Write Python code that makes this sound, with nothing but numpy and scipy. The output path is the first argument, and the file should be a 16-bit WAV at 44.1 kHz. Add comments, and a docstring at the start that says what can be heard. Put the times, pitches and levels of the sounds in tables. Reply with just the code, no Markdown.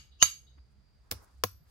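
"""Farrier at work on grass

Outdoors, close to the microphone, a shod hoof rests on a stand. As an earlier clink dies away,
the hammer clinks on the steel shoe, gives a dry double tap on a nail, then a dull knock on the hoof.
Trees answer faintly; behind are the hum of a far engine and a thin hiss of insects."""
import sys
import numpy as np
from scipy import signal
from scipy.fft import rfft, irfft
from scipy.io import wavfile
from scipy.ndimage import map_coordinates

SR = 44100
rng = np.random.default_rng(int(sys.argv[2]) if len(sys.argv) > 2 else 0)


def pcm_store(signal):
    """Save signal as 16-bit PCM."""
    levels = np.round(np.clip(np.atleast_2d(signal), -1, 1) * 32767)
    wavfile.write(sys.argv[1], SR, levels.astype(np.int16).T)


N = 74970
T = np.arange(N) / SR
HZ = np.fft.rfftfreq(N, 1 / SR)

CLINK_S, KNOCK_S = 0.2255, 1.437
NOTE_HZ, NOTE_PAN_DB = 6468, -6.5  # the shoe's main note; pan is always left minus right
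BLOW_ALIKE, TREES_ALIKE = 0.05, 0.2  # likeness of left and right


def clinks():
    """Steel on steel, close up: a crack, modes choked by the contact, then a weak, rough free ring."""
    # Hammer blows. Each row: start in seconds after the main clink, level in dB,
    # extra gain of the main note in dB, treble loss in dB an octave.
    blows = [(-.35, 3, -10, 6.5), (0, -0.5, -1, -0.5)]
    # Modes of shoe and hammer head. Each row: pitch in Hz, level in dB, pan in dB,
    # t60 in contact in seconds, level of the free ring in dB.
    steel = [(1232, -22.5, -1, 0.03, -56), (2309, -27.5, 1.5, 0.042, -44.5), (2830, -22.5, 9, .028, -44.5),
             (2950, -16.5, 11, 0.025, -45), (3848, -16.5, 9.5, .03, -46), (4566, -13, 1, 0.035, -37),
             (5027, -21, -1.5, .022, -48.5), (6620, -16.5, -5, .028, -38.5), (6720, -10.5, -9.5, 0.03, -46),
             (7680, -33, -2.5, .03, -47), (7990, -28.5, -2, .03, -48), (9690, -21, -9, .017, -49.5),
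             (9800, -30.5, -8.5, .02, -51.5), (10900, -31.5, -3.5, 0.042, -53.5),
             (11800, -31, -4, 0.05, -49), (12460, -27.5, 4, 0.096, -42)]
    # The contact's crack. Each row: band in Hz, level in dB, t60 in seconds, pan in dB.
    crack_bands = [(63.6, -37.5, .16, -5), (215, -35.5, 0.046, -1), (465, -43.5, 0.067, 0),
                   (930, -16, 0.031, 0.5), (2000, -16, .018, 10.5), (5260, -15, .022, -2.5),
                   (10100, -26, .02, -4), (14930, -29.5, .012, 3)]
    # Wash of the shoe's many weak modes. Each row: band in Hz, level in dB, t60 in seconds, pan in dB.
    wash_bands = [(700, -62, .15, 0.5), (1300, -47, .22, -1), (2300, -44.5, .28, -1.5),
                  (3085, -42, 0.33, -0.5), (5000, -45.5, .3, -2), (7500, -48, 0.29, -2),
                  (10000, -50, 0.16, -2), (12300, -44.5, 0.19, -0.5), (13240, -72, .15, -2)]
    ring_spectrum = sum(amp(free_db) * cluster(hz) for hz, *_, free_db in steel)
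    choked = sum(-(-1) ** k * mode(hz, db, pan_db, t60)
                 for k, (hz, db, pan_db, t60, _) in enumerate(steel))
    out = 0
    for start, db, note_db, loss_db in blows:
        hit = crack(crack_bands, spike=0.31) + choked
        hit += mode(NOTE_HZ, note_db - 6.5, NOTE_PAN_DB, t60=0.067)
        hit += mode(hz=42.6, db=-36.5, pan_db=-5.5, t60=0.077)  # leg and stand shake
        wash = burst(wash_bands, BLOW_ALIKE)
        ring = np.linalg.norm(ring_spectrum) * noise(ring_spectrum) * fade(0.3)
        note = noise(cluster(NOTE_HZ, width_hz=39)) * fade(0.45)
        note *= amp(note_db - 42.5) * pan(NOTE_PAN_DB)
        clink = outdoors(hit, wet_db=-16) + wash + ring + note
        out += amp(db) * at(CLINK_S + start, dulled(clink, loss_db))
    return out


def swell():
    """The ring swells in just ahead of the main clink."""
    # Bands of the swell. Each row: centre in Hz, level in dB, pan in dB, width in octaves.
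    bands = [(1150, -45, 11.5, 0.24), (2910, -29.5, 15, 0.11), (4800, -33.5, -10.5, 0.33),
             (6520, -30.5, -15.5, 0.044), (10000, -43.5, -2, 0.25)]
    lead_s = 0.0015
    ring = sum(amp(db) * pan(pan_db) * noise(bell(hz, octaves)) for hz, db, pan_db, octaves in bands)
    rising = (ring * fade(0.04))[:, ::-1]
    return at(CLINK_S - lead_s - N / SR, rising)


def taps():
    """The hammer touches a nail, snaps on it and bounces more softly."""
    # Contacts with the nail. Each row: start in seconds, snap level in dB, hoof thump in dB,
    # the snap's treble loss in dB an octave.
    contacts = [(1.111, -21.5, -22.5, -2.5), (1.1138, -1, -21.5, 1.5), (1.122, -8, -10, 3)]
    # The nail's snap. Each row: band in Hz, level in dB, t60 in seconds, pan in dB.
    snap_bands = [(246, -47, 0.15, -6), (1090, -46.5, 0.11, -1), (2500, -39, 0.03, 3),
                  (3900, -40, 0.054, 8.5), (5300, -32.5, 0.024, -3), (8600, -35, 0.03, -2),
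                  (14500, -27, 0.061, -2.5)]
    blows = 0
    for start, db, thump_db, loss_db in contacts:
        snap = amp(db) * dulled(crack(snap_bands, spike=1.53), loss_db)
        blows += at(start, snap + hoof(thump_db, dull_db=5))
    return outdoors(blows, wet_db=-19)


def knock():
    """A firm, dead blow on the hoof barely wakes the shoe and leaves a nail ringing thinly."""
    # The blow's smack. Each row: band in Hz, level in dB, t60 in seconds, pan in dB.
    smack_bands = [(253, -42.5, 0.059, 7), (900, -25.5, 0.027, 4), (2000, -31, 0.033, 8),
                   (3850, -31, 0.031, 6.5), (5140, -27.5, 0.025, -8.5), (8500, -30, 0.021, 3.5),
                   (14560, -26.5, 0.066, -1)]
    blow = crack(smack_bands, spike=1.74) + hoof(db=-2)
    blow += mode(NOTE_HZ, -37.5, NOTE_PAN_DB, t60=0.072)  # the shoe, choked by the hand
    nail = amp(-50.5) * pan(1.5) * noise(cluster(hz=12300)) * fade(0.38)
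    return at(KNOCK_S, outdoors(blow, wet_db=-20.5) + nail)


def hoof(db, dull_db=0):
    """The hoof thumps on its stand; a soft blow loses dull_db an octave above the lowest mode."""
    # Modes of hoof and stand. Each row: pitch in Hz, level in dB, pan in dB, t60 in seconds.
    modes = [(97.4, -31.5, 1, 0.2), (201.4, -31.5, 5.5, 0.072), (290, -33.5, -11, 0.057),
             (495, -17.5, 3, 0.038), (564, -25.5, -7.5, 0.031), (745, -22.5, 2, 0.035),
             (1074, -18.5, 16.5, 0.025)]
    lowest_hz = modes[0][0]
    return sum(mode(hz, db + level_db - dull_db * np.log2(hz / lowest_hz), pan_db, t60)
               for hz, level_db, pan_db, t60 in modes)


def rustles():
    """Hand and hammer brush the hoof."""
    # Small brushes. Each row: peak time in seconds, half-length in seconds, centre in Hz,
    # width in octaves, level in dB.
    brushes = [(0.582, 0.0084, 273, 0.32, -61), (.585, 0.0067, 1330, 0.8, -66), (.72, 0.011, 8000, .6, -82),
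               (1.206, 0.12, 1020, 0.6, -66.5), (1.213, .06, 407, 0.91, -68.5),
               (1.235, .025, 8950, 0.98, -70), (1.246, .002, 8800, .5, -63), (1.27, 0.21, 5330, 0.9, -79),
               (1.478, .03, 5210, 0.31, -70.5), (1.57, .03, 100.3, 0.23, -61.5),
               (1.623, 0.019, 158, 0.25, -61), (1.7, .035, 6500, 1, -75), (1.7, 0.054, 900, 1, -75)]
    out = 0
    for peak_s, half_s, hz, octaves, db in brushes:
        envelope = np.exp(-((T - peak_s) / half_s) ** 2)
        out += amp(db + 2 * wobble(96)) * envelope * noise(bell(hz, octaves))
    return out


def outdoors(blow, wet_db):
    """A blow, its onset eased, with the scatter of near trees and a faint echo from a far row."""
    # Scatter off trees and ground. Each row: band in Hz, relative level in dB, t60 in seconds, pan in dB.
    trees = [(200, -28.5, .12, 1), (600, -23, .12, -1.5), (1400, -14.5, .22, -1), (2860, -10.5, .22, -12.5),
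             (5500, -6.5, 0.28, 3.5), (10500, -4.5, .22, -0.5), (15000, -3, 0.067, -2)]
    onset_s, build_s, echo_s, echo_db = 0.00035, 0.008, 0.235, -35.5
    rise = 1 - np.exp(-(T / build_s) ** 2)
    near = burst(trees, TREES_ALIKE) * rise
    far = at(echo_s, noise(bell(hz=3700, octaves=0.2), TREES_ALIKE) * fade(0.35) * rise)
    tail = near / np.linalg.norm(near[0]) + amp(echo_db) * far / np.linalg.norm(far[0])
    blow = blow * (1 - np.exp(-T / onset_s))
    return blow + amp(wet_db) * signal.fftconvolve(blow, tail, axes=1)[:, :N]


def engine():
    """A far engine hums, wavering in pitch and level as it fades."""
    # Partials of the hum. Each row: pitch in Hz, starting level in dB.
    partials = [(64.6, -58.5), (129.2, -73.5), (196, -82)]
    fall_db_per_s, waver_db = 6, 6
    phase_drift = wobble(25)
    hum = 0
    for hz, db in partials:
        rms = amp(db - fall_db_per_s * T + waver_db * wobble(18))
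        hum += rms * np.sqrt(2) * np.sin(2 * np.pi * hz * T + phase_drift * hz / partials[0][0])
    return pan(-1.5) * hum


def air():
    """Still open air: a low rumble under a faint hiss."""
    # Spectrum of the air. Each row: frequency in Hz, relative density in dB.
    spectrum = [(15, -61), (25, -31.5), (45, -5.5), (66, -11), (137, -17), (157, -25), (1130, -39),
                (1330, -37), (3250, -45.5), (4740, -41.5), (5430, -47), (16000, -63)]
    hz, db = np.transpose(spectrum)
    shape = amp(np.interp(np.log(HZ + 1), np.log(hz), db))
    return amp(-65) * pan(-2) * noise(shape, alike=0.23)


def insects():
    """Insects in the background: a narrow, flickering hiss."""
    return amp(-84 + 2.8 * wobble(10)) * pan(-2) * noise(bell(hz=4770, octaves=0.05))


def mode(hz, db, pan_db, t60):
    """One damped sine; high modes reach the microphone's two ports out of step."""
    half_step_rad = 0.75 * np.tanh(hz / 700)
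    sides = np.array([[1], [-1]]) + 0.12 * rng.standard_normal((2, 1))
    return amp(db) * pan(pan_db) * fade(t60) * np.sin(2 * np.pi * hz * T + half_step_rad * sides)


def crack(bands, spike):
    """A contact noise whose first instant stands out."""
    return burst(bands, BLOW_ALIKE) * (1 + spike * fade(0.00899))


def burst(bands, alike):
    """A puff of noise whose bands each die at their own speed."""
    centres = np.log([row[0] for row in bands])
    out = 0
    for own, (_, db, t60, pan_db) in zip(np.eye(len(bands)), bands):
        share = np.interp(np.log(HZ + 1), np.r_[centres[0] - 1, centres], np.r_[0, own])
        out += amp(db) * pan(pan_db) * fade(t60) * noise(share, alike)
    return out


def noise(spectrum, alike=0.17):
    """Stereo noise of rms 1 with the given spectrum and left-right likeness."""
    turn = np.arccos(np.clip(alike, -1, 1)) / 2
    mid, side = irfft(rfft(rng.standard_normal((2, N))) * spectrum, N)
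    stereo = np.cos(turn) * mid + np.sin(turn) * np.array([side, -side])
    return stereo / np.sqrt(np.mean(stereo ** 2) + 1e-20)


def cluster(hz, width_hz=55):
    """Spectrum of a cluster of close modes, energy 1."""
    shape = 1 / (1 + ((HZ - hz) / width_hz) ** 2)
    return shape / np.linalg.norm(shape)


def bell(hz, octaves):
    """Spectrum of a bell-shaped band."""
    return np.exp(-0.5 * (np.log2((HZ + 1) / hz) / octaves) ** 2)


def dulled(x, loss_db, corner_hz=4000):
    """x losing loss_db an octave above the corner; a negative loss brightens it."""
    hz = np.fft.rfftfreq(2 * N, 1 / SR)
    octaves_above = np.log2(np.hypot(1, hz / corner_hz))
    return irfft(rfft(x, 2 * N) * amp(-loss_db * octaves_above))[:, :N]


def wobble(rate):
    """A smooth random curve, rate knots a second."""
    coarse = T[::64]
    curve = map_coordinates(rng.standard_normal(256), [coarse * rate], mode="mirror")
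    return np.interp(T, coarse, curve)


def fade(t60):
    """Exponential decay, 60 dB in t60 seconds."""
    return np.exp(-np.log(1000) * T / t60)


def amp(db):
    """Gain of a level in dB."""
    return 10 ** (np.asarray(db) / 20)


def pan(db):
    """Left and right gains, the left louder by db."""
    return amp(np.array([[db], [-db]]) / 2)


def at(start, x):
    """x placed at start seconds; whatever falls before zero is cut."""
    shift = round(start * SR)
    delay, skip = max(shift, 0), max(-shift, 0)
    return np.pad(x, ((0, 0), (delay, skip)))[:, skip:skip + N]


def scene():
    """The close work and the far background, as they meet at the microphone."""
    return clinks() + swell() + taps() + knock() + rustles() + engine() + air() + insects()


def record(dry):
    """The recorder clips at full scale and keeps nothing above its band limit."""
    top_hz = 16300
    return irfft(rfft(np.clip(dry, -1, 1)) / (1 + (HZ / top_hz) ** 80), N)


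dry = scene()
out = record(dry)
pcm_store(out)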